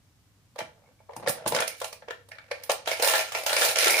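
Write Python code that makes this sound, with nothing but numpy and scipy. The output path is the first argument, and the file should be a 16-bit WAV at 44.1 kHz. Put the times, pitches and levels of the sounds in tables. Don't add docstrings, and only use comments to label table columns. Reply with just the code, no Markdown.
import sys
import numpy as np
from scipy import signal
from scipy.fft import rfft, irfft
from scipy.io import wavfile

SR = 44100
rng = np.random.default_rng(int(sys.argv[2]) if len(sys.argv) > 2 else 0)


def file_out(sig):
    cols = np.atleast_2d(sig).T
    lim = np.clip(cols, -1, 1)
    pcm = np.round(lim * 32767).astype(np.int16)
    wavfile.write(sys.argv[1], SR, pcm)


N = 176400

# hz, likeness [-1..1]
ROOM_LIKENESS = [(150,0.8),(500,0.67),(1000,0.58),(2000,0.0081)]

BODY_LIKENESS, TREBLE_LIKENESS = 0.79, 0.019
RISE_S = (0.00036, 0.006, 0.0026)
CONTACT_S = 0.012


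def from_db(db):
    return 10 ** (np.asarray(db, float) / 20)


def at_hz(points, hz):
    p = np.array(points)
    return np.interp(np.log(hz), np.log(p[:, 0]), p[:, 1])


def pair(mid, side, likeness):
    c = np.clip(likeness, -1, 1)
    common = np.sqrt(1 + c) * mid
    opposed = np.sqrt(1 - c) * side
    return np.array([common + opposed, common - opposed]) / np.sqrt(2)


def background():
    floor_rms_db, hum_hz, hum_rms_db = -63.5, 99, -69.5
    # hz, relative level_db
    floor_spectrum = [(15, -60.5), (25, -26), (70, -13.5), (102, -10), (200, -20.5), (301, -22.5),
                      (335, -29), (3520, -35.5), (5880, -36), (14800, -43), (16000, -59)]
    hz = np.maximum(np.arange(N // 2 + 1) * SR / N, 1)
    spectra = pair(*rfft(rng.standard_normal((2, N))), at_hz(ROOM_LIKENESS, hz))
    noise = irfft(spectra * from_db(at_hz(floor_spectrum, hz)), N)
    hum = np.sqrt(2) * np.sin(2 * np.pi * hum_hz * np.arange(N) / SR)
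    return from_db(floor_rms_db) * noise / noise.std() + from_db(hum_rms_db) * hum


def room(size=22050):
    # hz, t60_s
    room_t60 = [(120,0.16),(300,0.54),(700,0.3),(2000,0.27),(5000,0.32),(13000,.155)]
    # hz, level_db
    room_colour = [(150,-9),(600,-2.5),(2000,3),(6000,-2),(13000,2.5)]
    fade_in_mid_s = 0.0051
    t = np.arange(size) / SR
    fade_in = np.clip(t / fade_in_mid_s - .5, 0, 1)
    response = 0
    edges_hz = np.geomspace(70, 17000, 13)
    for low, high in zip(edges_hz, edges_hz[1:]):
        hz = np.sqrt(low * high)
        decay = from_db(-60 * t / at_hz(room_t60, hz))
        echoes = rng.standard_normal((2, size)) * decay * fade_in
        sos = signal.butter(3, [low, high], "band", fs=SR, output="sos")
        band = signal.sosfilt(sos, echoes)
        band *= np.sqrt(2 * (high - low) / SR / np.sum(band ** 2, axis=1, keepdims=True))
        response = response + from_db(at_hz(room_colour, hz)) * pair(*band, at_hz(ROOM_LIKENESS, hz))
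    return response


def strike(times_s, db, modes, likeness, rise_s, tilt_db=0, size=5000):
    ripple_db, ripples_per_octave = 3.5, .8
    hz, level_db, t60_s = np.transpose(modes)[:, :, None]
    t = np.arange(size) / SR
    envelope = from_db(level_db - 60 * t / t60_s) * (1 - np.exp(-t / rise_s))
    rings = envelope * np.sin(2 * np.pi * hz * t)

    spot = rng.standard_normal((len(times_s), 2, len(modes) + 1))
    phase_cycles = spot[:, 0, :1]
    strengths = np.sign(spot[:, :, 1:]) * np.abs(spot[:, :, 1:]) ** .5
    octave = np.log2(hz.T)
    ripple = np.sin(2 * np.pi * (ripples_per_octave * octave + phase_cycles))
    colour = from_db(tilt_db * octave + ripple_db * ripple)
    sounds = (pair(strengths[:, 0], strengths[:, 1], likeness) * colour) @ rings

    energy = (sounds ** 2).sum(axis=2).mean(axis=0)
    gains = from_db(db) * np.sqrt(CONTACT_S * SR / energy)
    out = np.zeros((2, N + size))
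    starts = np.clip(np.asarray(times_s) * SR, 0, N).astype(int)
    for k, start in enumerate(starts):
        out[:, start:start + size] += gains[k] * sounds[:, k]
    return out[:, :N]


def grains(start_s, length_s, count):
    spread_db = 8
    times_s = start_s + length_s * (np.arange(count) + rng.random(count)) / count
    db = spread_db * rng.uniform(-1, 1, count)
    return times_s, db + 10 * np.log10(length_s / CONTACT_S / np.sum(from_db(db) ** 2))


def rattles(rows, trim_db, count):
    contacts = []
    for start_s, length_s, *levels_db in rows:
        times_s, db = grains(start_s, length_s, count)
        contacts.append(np.column_stack([times_s, db[:, None] + levels_db + trim_db]))
    return np.vstack(contacts)


def with_rebound(rows, trim_db):
    lead_s, lead_db = 0.0037, -15
    rebound_s, rebound_db = .006, -12.5
    main = np.array(rows) + [0, *trim_db]
    spacing = rng.uniform(.5, 1.5, (len(main), 2))
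    lead = np.column_stack([main[:, 0] - lead_s * spacing[:, 0], main[:, 1:] + lead_db])
    rebound = np.column_stack([main[:, 0] + rebound_s * spacing[:, 1], main[:, 1:] + rebound_db])
    return np.vstack([lead, main, rebound])


def dense_modes(spectrum, median_t60_s, count):
    t60_spread = 0.19
    low_hz, high_hz = spectrum[0][0], spectrum[-1][0]
    hz = low_hz + (high_hz - low_hz) * (np.arange(count) + rng.random(count)) / count
    stretch = np.exp(t60_spread * rng.standard_normal(count))
    level_db = at_hz(spectrum, hz) - 10 * np.log10(stretch)
    return np.column_stack([hz, level_db, median_t60_s * stretch])


def heap():
    # hz, relative level_db, t60_s
    body_modes = [(389,-11,0.035),(439.5,-16,0.12),(484,0.5,0.081),(494,1,0.074),(541.5,-3,0.0782),(574,4.5,0.067),(639,0.5,0.058),(655,3,0.049),(696.4,-3,0.049),(769,-1.5,0.042),(853.6,2.5,0.048),(927,-2,0.051),(1021,-4,0.045),(1144.5,-1,0.038)]
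    # hz, relative level_db
    clack_spectrum = [(1300,9),(1480,1),(1650,5),(1830,6.5),(2000,0.5),(2270,7),(2500,-0.5),(2730,2),(3100,-2),(4000,-2.5),(5000,-4),(6300,-8.5),(8000,-14.5)]
    # hz, relative level_db
    coin_spectrum = [(6000,-8),(8000,-2),(8600,7.5),(9100,8.5),(9800,6),(11000,1.5),(12800,-4.5),(14200,-0.5),(15200,-2.5),(15800,-26)]
    clack_modes = dense_modes(clack_spectrum, 0.02, count=90)
    coin_modes = dense_modes(coin_spectrum, 0.024, count=70)
    return body_modes, clack_modes, coin_modes


def sound_contacts(contacts, pan, low_hz, count=6):
    soft_tilt = (0.068, 0.49, 0.37)
    neutral_gap_db = 16
    likeness = BODY_LIKENESS, TREBLE_LIKENESS, TREBLE_LIKENESS
    hardness_db = contacts[:, 3:] - contacts[:, 2:3] + neutral_gap_db
    out = np.zeros((2, N))
    for i in range(count):
        share = contacts[i::count]
        for k, modes in enumerate(heap()):
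            tilt_db = soft_tilt[k] * hardness_db[i::count]
            out += strike(share[:, 0], share[:, k + 1], modes, likeness[k], RISE_S[k], tilt_db)
    out = signal.sosfilt(signal.butter(5, low_hz, "high", fs=SR, output="sos"), out + 1e-18)
    pan_db = at_hz(pan, np.maximum(np.arange(N + 1) * SR / (2 * N), 1))
    pan_gains = np.sqrt(2 / (1 + from_db([-pan_db, pan_db]) ** 2))
    return irfft(rfft(out, 2 * N) * pan_gains)[:, :N]


def housing():
    # hz, relative level_db, t60_s
    housing_modes = [(109,-8,0.165),(138.3,4,0.089),(178,2,0.062),(229,6.5,0.047),(327,1.5,0.067)]
    # start_s, level_db before trim
    bumps = [(0.611, -52.5), (1.166, -53), (1.276, -43), (1.295, -43), (1.462, -39), (1.475, -63),
             (1.525, -45), (1.547, -46), (2.701, -58), (3.689, -57)]
    # start_s, length_s, level_db
    rubs = [(0.609,0.094,-60),(1.17,0.11,-51.5),(1.33,0.13,-60),(1.471,0.14,-48),(3.83,0.16,-58.5)]
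    bump_trim_db = 5
    rub_tilt_db = 1.5
    times_s, db = np.transpose(bumps)
    thumps = strike(times_s, db + bump_trim_db, housing_modes, 0.95, rise_s=0.0028, size=10000)
    times_s, db = rattles(rubs, 0, count=10).T
    rubbing = strike(times_s, db, housing_modes, 0.83, rise_s=0.004, tilt_db=rub_tilt_db, size=10000)
    return thumps + rubbing


def rim():
    # hz, relative level_db, t60_s
    rim_modes = [(2204,7.5,0.046),(2310,7.5,0.027),(2550,-14,0.045)]
    # start_s, level_db before trim
    rim_strikes = [(0.86,-62),(0.99,-62),(1.715,-40.5),(2.513,-36),(2.385,-47),(2.915,-26.5),(3.897,-20),(3.905,-20),(3.942,-18),(3.979,-21)]
    trim_db, left_right_db = -6.5, [[-2], [1.5]]
    times_s, db = np.transpose(rim_strikes)
    return strike(times_s, db + trim_db, rim_modes, 1.0, rise_s=0.0015) * from_db(left_right_db)


def hollow():
    # hz, relative level_db, t60_s
    deep_modes = [(348, -5, 0.075), (418.6, 0, 0.084)]
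    # start_s, level_db
    deep_blows = [(3.863, -28), (3.925, -34.5)]
    times_s, db = np.transpose(deep_blows)
    return strike(times_s, db, deep_modes, BODY_LIKENESS, RISE_S[1])


def pour():
    # start_s, body_db, clack_db, coin_db before trim
    drops = [(2.858, -47.5, -38, -49), (2.874, -25, -25, -37.5), (2.914, -25.5, -26, -37.5),
             (2.997, -28, -31, -43), (3.023, -22.5, -22.5, -24), (3.032, -22.5, -22.5, -37),
             (3.045, -29.5, -23.5, -27), (3.073, -24.5, -22, -24), (3.083, -50, -21.5, -32),
             (3.136, -22.5, -20, -34), (3.153, -28.5, -24.5, -33), (3.191, -28.5, -25, -43),
             (3.32, -36.5, -32.5, -41), (3.348, -28.5, -25, -39), (3.371, -62, -42, -45),
             (3.463, -26, -23, -28.5), (3.494, -30, -25, -35.5), (3.505, -30, -34, -46),
             (3.529, -25.5, -23, -29.5), (3.565, -27, -19, -29), (3.618, -25.5, -18.5, -30),
             (3.689, -43, -27.5, -47), (3.757, -29.5, -22, -35), (3.769, -27.5, -28, -35),
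             (3.785, -31.5, -19, -24.5), (3.831, -27, -22.5, -34), (3.843, -50, -20.5, -26.5),
             (3.869, -27.5, -19, -35), (3.904, -55, -24.5, -24), (3.941, -29, -34, -39),
             (3.978, -30, -26.5, -34), (3.986, -50, -23.5, -33)]
    # start_s, length_s, body_db, clack_db, coin_db before trim
    gushes = [(2.88,0.05,-39.5,-35,-40.5),(2.96,0.072,-48,-41,-47),(3.028,0.053,-37,-40,-30),(3.095,0.12,-36,-30,-33.5),(3.215,0.1,-58,-44,-51.5),(3.355,0.083,-40.5,-39.5,-43),(3.475,0.093,-46,-36,-39.5),(3.57,0.085,-32,-26.5,-28),(3.655,0.0714,-35,-30,-31.5),(3.79,0.056,-37.5,-25.5,-32.5),(3.85,0.16,-33,-26,-30)]
    # hz, level_db
    pour_pan = [(350,-0.5),(600,-1),(1300,1.5),(2600,-2.5),(6400,-4.5),(9500,-6),(14500,0.5)]
    drop_trim_db, gush_trim_db = (-3.5, -3, -3), (-0.5, -2.5, -3)
    clumps = with_rebound(drops, drop_trim_db)
    single_coins = rattles(gushes, gush_trim_db, count=13)
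    return sound_contacts(np.vstack([clumps, single_coins]), pour_pan, low_hz=280)


def cup():
    # start_s, body_db, clack_db, coin_db before trim
    knocks = [(0.559, -41.5, -53.5, -60), (0.588, -31.5, -35.5, -44), (0.605, -32, -38, -60.5),
              (1.002, -54.5, -71, -101.5), (1.092, -37.5, -58, -88), (1.164, -37.5, -46.5, -42.5),
              (1.23, -38.5, -50, -72), (1.262, -32, -41, -61), (1.273, -21.5, -26.5, -39),
              (1.293, -29.5, -36, -27.5), (1.321, -56, -58, -57), (1.461, -24.5, -34, -44),
              (1.476, -48, -35, -24), (1.521, -24, -33, -38.5), (1.547, -23.5, -26.5, -31.5),
              (1.562, -26.5, -26.5, -34.5), (1.587, -33, -26.5, -49), (1.603, -27.5, -28, -28.5),
              (1.621, -28, -27, -42), (1.677, -43, -31, -29), (1.801, -74, -44.5, -43.5),
              (1.815, -29, -36.5, -42), (1.843, -35.5, -34, -36), (1.927, -43, -41.5, -41.5),
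              (2.021, -46, -51, -79), (2.083, -35, -41.5, -64), (2.106, -33, -33, -52),
              (2.287, -54.5, -57, -54), (2.316, -50.5, -40.5, -60.5), (2.384, -62, -43.5, -67),
              (2.513, -27.5, -31, -47), (2.635, -62, -42.5, -38.5), (2.696, -19, -26, -33.5),
              (2.704, -27, -28, -32.5), (2.716, -30, -29.5, -28.5)]
    # start_s, length_s, body_db, clack_db, coin_db before trim
    slides = [(0.578,0.039,-44,-37,-55),(0.76,0.16,-63.5,-68,-101),(1.10,0.15,-47,-52,-74),(1.279,0.023,-38,-25.5,-30.5),(1.33,0.13,-47,-49.5,-80),(1.467,0.02,-36,-27,-35),(1.53,0.097,-33,-36,-58),(1.64,0.11,-60,-46,-63),(1.76,0.12,-87,-44,-52),(2.32,0.21,-62,-54.5,-81),(2.53,0.15,-57.5,-51,-71)]
    # hz, level_db
    cup_pan = [(350,-0.5),(600,-1),(1300,2),(3000,-3.5),(6000,-5.5),(9500,-8),(15000,-3)]
    knock_trim_db, slide_trim_db = (-2, -1, -3.5), (-1.5, -6.5, -0.5)
    blows = with_rebound(knocks, knock_trim_db)
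    drags = rattles(slides, slide_trim_db, count=18)
    return sound_contacts(np.vstack([blows, drags]), cup_pan, low_hz=348)


def scene():
    near_echo_db, far_echo_db = -5, -1
    near = cup() + housing()
    far = pour() + rim() + hollow()
    send = from_db(near_echo_db) * near + from_db(far_echo_db) * far
    echoes = signal.fftconvolve(send, room(), axes=1)[:, :N]
    return near + far + echoes + background()


def record(dry):
    cutoff_hz = 15500
    return signal.sosfilt(signal.ellip(10, .1, 80, cutoff_hz, fs=SR, output="sos"), dry)


dry = scene()
out = record(dry)
file_out(out)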